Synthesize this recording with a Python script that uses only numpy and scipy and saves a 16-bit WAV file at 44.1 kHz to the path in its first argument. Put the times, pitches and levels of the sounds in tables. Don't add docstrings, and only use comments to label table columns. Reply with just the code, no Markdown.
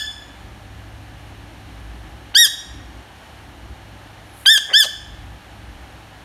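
import sys
import numpy as np
from scipy import signal
from scipy.fft import rfft, irfft
from scipy.io import wavfile
from scipy.ndimage import uniform_filter1d, minimum_filter1d

SR = 44100
rng = np.random.default_rng(int(sys.argv[2]) if len(sys.argv) > 2 else 0)


def generate_wav(signal):
    frames = np.transpose(np.atleast_2d(signal))
    scaled = np.clip(frames, -1, 1) * 32767
    pcm = np.round(scaled).astype(np.int16)
    wavfile.write(sys.argv[1], SR, pcm)


def gain_from_decibels(decibels):
    exponent = np.asarray(decibels, float) / 20
    return 10 ** exponent


N = 275357
LEAD = SR // 4


def shaped(points, count, bands=()):
    hz, db = np.transpose(points)
    bins = np.arange(count // 2 + 1) * SR / count + 1
    colour_db = np.interp(np.log(bins), np.log(hz), db)
    for centre, width, lift_db in bands:
        colour_db += lift_db * np.exp(-((bins - centre) / width) ** 2)
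    noise = irfft(rfft(rng.standard_normal(count)) * gain_from_decibels(colour_db), count)
    return noise / noise.std()


def band(hz, width_hz, count, order=1):
    bins = np.arange(count // 2 + 1) * SR / count
    bell = 1 / (1 + (2 * (bins - hz) / width_hz) ** 2) ** order
    noise = irfft(rfft(rng.standard_normal(count)) * bell, count)
    return noise / noise.std()


def add(track, sound, s):
    i = int(s * SR) + LEAD
    track[i:i + len(sound)] += sound


def reed_roughness(t, start, end):
    starting = 0.18 * np.exp((start - t) / 0.015)
    choking = 0.47 * np.exp((t - end) / 0.016)
    return np.clip(0.028 + starting + choking, 0, 1)


def squeak(rows, grip, body, shell, jitter=0.04, breath_db=-19, edge_s=0.002):
    s, hz, level_db, bright_db = np.transpose(rows)
    t = np.arange(s[0], s[-1], 1 / SR)
    level_db = np.interp(t, s, level_db)
    bright_db = np.interp(t, s, bright_db)
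    rough = reed_roughness(t, s[0], s[-1])

    arch = uniform_filter1d(np.interp(t, s, hz), size=300, mode="nearest")
    arch = uniform_filter1d(arch, size=250, mode="nearest")
    wavering = 1 + jitter * rough * band(0, 600, len(t), order=2)
    phase = 2 * np.pi * np.cumsum(arch * wavering) / SR

    partials_db = []
    for k, grip_db in enumerate((grip[0], 0, grip[1]), 1):
        partials_db.append(level_db + np.interp(k * arch, *np.transpose(body)) + grip_db)
    for k in range(4, 12):
        partials_db.append(level_db + bright_db + np.interp(k * arch, *np.transpose(shell)))
    partials_db[3] = (partials_db[3] + partials_db[2] - 7.0) / 2

    tone = 0
    for k, db in enumerate(partials_db, 1):
        flutter_db = (0.62 * k + 5 * rough) * band(35, 75, len(t), order=2)
        tone = tone + gain_from_decibels(db + flutter_db) * np.sin(k * phase)
    leak = gain_from_decibels(breath_db + level_db) * rough ** 0.57 * band(6900, 9400, len(t), order=2) * (1 + np.cos(phase))
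    edges = np.clip(np.minimum(t - s[0], s[-1] - t) / edge_s, 0, 1)
    return edges * (tone + leak)


# time in seconds, pitch in Hz, level in dB, brightness of the upper partials in dB.
SQUEAKS = [
    [(-.17, 1407, -21, -12), (-.14, 1700, -8, -14), (-.06, 1745, -7.5, -15), (-.03, 1656, -18.5, -23),
     (-.008, 1375, -22, -16)],
    [(2.347, 1387, -24.5, -26), (2.357, 1558, -9, -19), (2.365, 1614, -4.5, -17), (2.383, 1862, -9.5, -9),
     (2.399, 1893, -8, -10.5), (2.425, 1876, -7, -12.5), (2.447, 1708, -10, -6), (2.456, 1638, -12.5, -6.5),
     (2.468, 1533, -30, -21)],
    [(4.46, 1597, -13.5, -15), (4.469, 1541, -5.5, -25.5), (4.481, 1614, -5, -23), (4.495, 1728, -6, -19.5),
     (4.518, 1822, -8.5, -19.5), (4.541, 1754, -10, -15), (4.563, 1643, -14, -11), (4.58, 1568, -16, -16)],
    [(4.733, 1474, -22, -36), (4.741, 1521, -8, -30), (4.755, 1680, -8, -28.5), (4.786, 1808, -8.5, -21),
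     (4.809, 1714, -9, -11), (4.831, 1524, -17, -15), (4.843, 1450, -29, -16)],
]
# first partial in dB, third partial in dB.
GRIP = [(-1, 1.5), (0.3, 0.2), (0.8, -2), (-1, 2)]
# Hz, level in dB.
BODY = [(1450, -9.5), (1700, -10), (1900, -5), (3250, 1), (3800, 0), (4600, 3.5), (5100, -8.5),
        (5700, -3.5)]
BODY_TURNED = [(1450, -11.5), (1700, -4.5), (1900, -6), (3200, 1.5), (3650, -0.5), (4500, -5), (5100, -7.5),
               (5700, -9.5)]
# Hz, level in dB.
SHELL = [(5500, 18), (6200, -13), (7000, 6), (7600, -8), (8300, -8), (9200, -2), (10300, -10.5),
         (11200, -2.5), (12200, -11), (13200, -12), (14200, -22), (15000, -20), (15800, -30), (16500, -23)]
SHELL_TURNED = [(5500, 11), (6300, 1.5), (7000, 2.5), (7900, -4), (8500, -1.5), (9000, 1), (9500, -4),
                (10100, -5), (10700, -9.5), (11400, -10.5), (12400, -4.5), (13300, -12), (14300, -16),
                (15800, -19)]


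def squeaker(track):
    facing, turned = (BODY, SHELL), (BODY_TURNED, SHELL_TURNED)
    for rows, grip, colour in zip(SQUEAKS, GRIP, (turned, facing, turned, turned)):
        add(track, squeak(rows, grip, *colour), rows[0][0])


def puff(length_s, db, hz, width_hz, grain_db=3):
    count = int(length_s * SR)
    grain = gain_from_decibels(db + grain_db * band(0, 400, count))
    swell = np.hanning(count) ** 0.36
    return grain * swell * band(hz, width_hz, count, order=2)


# opening level in dB, opening whistle level in dB,
# whistle pitch in Hz, choke level in dB, choke length in seconds.
ENDS = [
    (-25.5, -31, 3600, -30.5, .02),
    (-25, -17, 3600, -28, .012),
    (-31, -22, 2940, -29, .034),
]
# centre in Hz, width in Hz, level in dB.
CHOKE = [(6030, 9000, 2.3), (3310, 1530, -0.5), (1190, 410, -10.5), (680, 500, -17.5)]


def air_at_ends(track):
    for rows, (open_db, whistle_db, whistle_hz, choke_db, choke_s) in zip(SQUEAKS[1:], ENDS):
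        start, end = rows[0][0], rows[-1][0]
        add(track, puff(0.0095, open_db, 2050, 3000), start - 0.006)
        add(track, puff(0.008, whistle_db, whistle_hz, 500), start - 0.0025)
        for hz, width_hz, db in CHOKE:
            add(track, puff(choke_s, choke_db + db, hz, width_hz), end - 0.5 * choke_s)


# start in seconds, length in seconds, level in dB, centre in Hz, width in Hz.
PUFFS = [(2.342, .011, -36, 900, 1000), (2.454, .009, -30, 9500, 200), (2.454, 0.011, -24, 11100, 200),
         (4.466, 0.016, -25, 11000, 220), (4.25, 0.21, -59.5, 10700, 2700), (4.33, 0.23, -50, 10600, 7300),
         (4.453, .013, -32, 1017, 180), (4.689, 0.06, -34.5, 1850, 1100), (4.686, 0.063, -41, 1140, 300),
         (4.683, .08, -38, 640, 500), (4.84, .032, -34.5, 655, 380)]


def chirps_and_brushes(track):
    for s, *shape in PUFFS:
        add(track, puff(*shape), s)


# delay in seconds, level in dB.
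WALL_ECHOES = [(.0011, -22.5), (.0047, -18), (0.014, -37)]
# Hz, time to fall 60 dB in seconds, level in dB.
ROOM = [(1000, 0.66, -28), (1790, 0.88, -23.5), (3020, 0.6, -22.5), (3800, 0.69, -24.5), (5400, 0.43, -26),
        (7330, 0.85, -18.5), (9900, 0.34, -26), (13900, 0.35, -23)]


def room():
    t = np.arange(SR) / SR
    hz, t60, db = np.transpose(ROOM)
    response = np.zeros(SR)
    for f in 400 * 2 ** np.arange(0, 5.4, .5):
        decay = np.interp(f, hz, t60)
        size = np.sqrt(f / SR / decay / SR) * gain_from_decibels(np.interp(f, hz, db) + 20.5)
        near_fade = gain_from_decibels(3.0 - 60 * t / (0.32 * decay))
        far_fade = gain_from_decibels(-2 - 60 * t / (1.19 * decay))
        response += size * band(f, f / 3, SR) * (far_fade + near_fade)
    response *= np.clip(t / 0.0024, 0, 1)
    for delay, echo_db in WALL_ECHOES:
        response[int(delay * SR)] += gain_from_decibels(echo_db)
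    return response


# time in seconds, load in dB.
HUM = [(0.0, -43.5), (0.35, -44.5), (0.5, -36), (0.54, -42), (2.05, -39), (2.62, -50), (2.71, -38.5),
       (3.01, -37.5), (3.02, -49), (3.44, -44.5), (3.72, -35), (3.75, -44), (4.76, -49), (5.32, -38),
       (5.39, -51), (5.61, -41), (6.17, -47.5), (6.24, -52)]


def machine_load():
    return np.interp(np.arange(N) / SR, *np.transpose(HUM))


def drones(load_db):
    out = np.zeros(N)
    for hz, width_hz, db, waver_db in ((58.2, 20, -0.5, 2), (103.5, 2.2, -5, 1.5)):
        drone = band(hz, width_hz, N)
        drone = drone / (0.38 + np.sqrt(uniform_filter1d(drone ** 2, size=3000)))
        out += gain_from_decibels(load_db + db + waver_db * band(0, 3.9, N)) * drone / drone.std()
    return out


# Hz, level in dB per Hz.
RUMBLE = [(55, -59), (75, 4), (90, -19), (130, -5), (204, -7), (231, -10), (297, -4), (420, -17),
          (550, -78)]


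def rumble(load_db):
    return shaped(RUMBLE, N) * gain_from_decibels(-47.5 + 0.39 * (load_db - load_db.mean()))


# Hz, level in dB per Hz.
HISS = [(220, -16), (380, -10.5), (535, -4.5), (742, -2), (1050, -6.5), (1110, -6), (1690, -7.5),
        (2310, -9.5), (3010, -11), (4520, -16), (4880, -18.5), (5980, -21), (7790, -24), (11700, -25.5),
        (15700, -41)]
# centre in Hz, width in Hz, lift in dB.
HISS_BANDS = [(817, 94, 3), (1680, 146, 3), (2980, 180, 2.5), (4860, 240, -4.5), (7680, 310, -4.5),
              (10530, 190, -6)]


def outdoor_hiss():
    return shaped(HISS, N, HISS_BANDS) * gain_from_decibels(-45 + 0.33 * band(0, 5.4, N))


def scene():
    near = np.zeros(N + LEAD)
    squeaker(near)
    air_at_ends(near)
    chirps_and_brushes(near)
    echo = signal.fftconvolve(near, room())[LEAD:LEAD + N]
    near = near[LEAD:]

    load_db = machine_load()
    background = drones(load_db) + rumble(load_db) + outdoor_hiss()

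    quick = uniform_filter1d(np.abs(near), size=700)
    slow = uniform_filter1d(np.abs(near + echo), size=2000)
    echo_held = echo / (1 + quick / 0.11) ** 0.28
    background_held = background / (1 + slow / 0.0063) ** 0.18
    return (near + echo_held + background_held)[None]


def roll_off(x):
    return signal.sosfilt(signal.butter(12, 15850, fs=SR, output="sos"), x)


def record(dry):
    mix = signal.sosfilt(signal.butter(2, 36, "high", fs=SR, output="sos"), dry)
    gain = minimum_filter1d(np.minimum(1, 0.985 / (np.abs(mix) + 1e-9)), size=441)
    mix = mix * uniform_filter1d(gain, size=221)
    mix = signal.sosfiltfilt(signal.ellip(8, .1, 60, 15800, fs=SR, output="sos"), mix)
    return roll_off(mix)


dry = scene()
out = record(dry)
generate_wav(out)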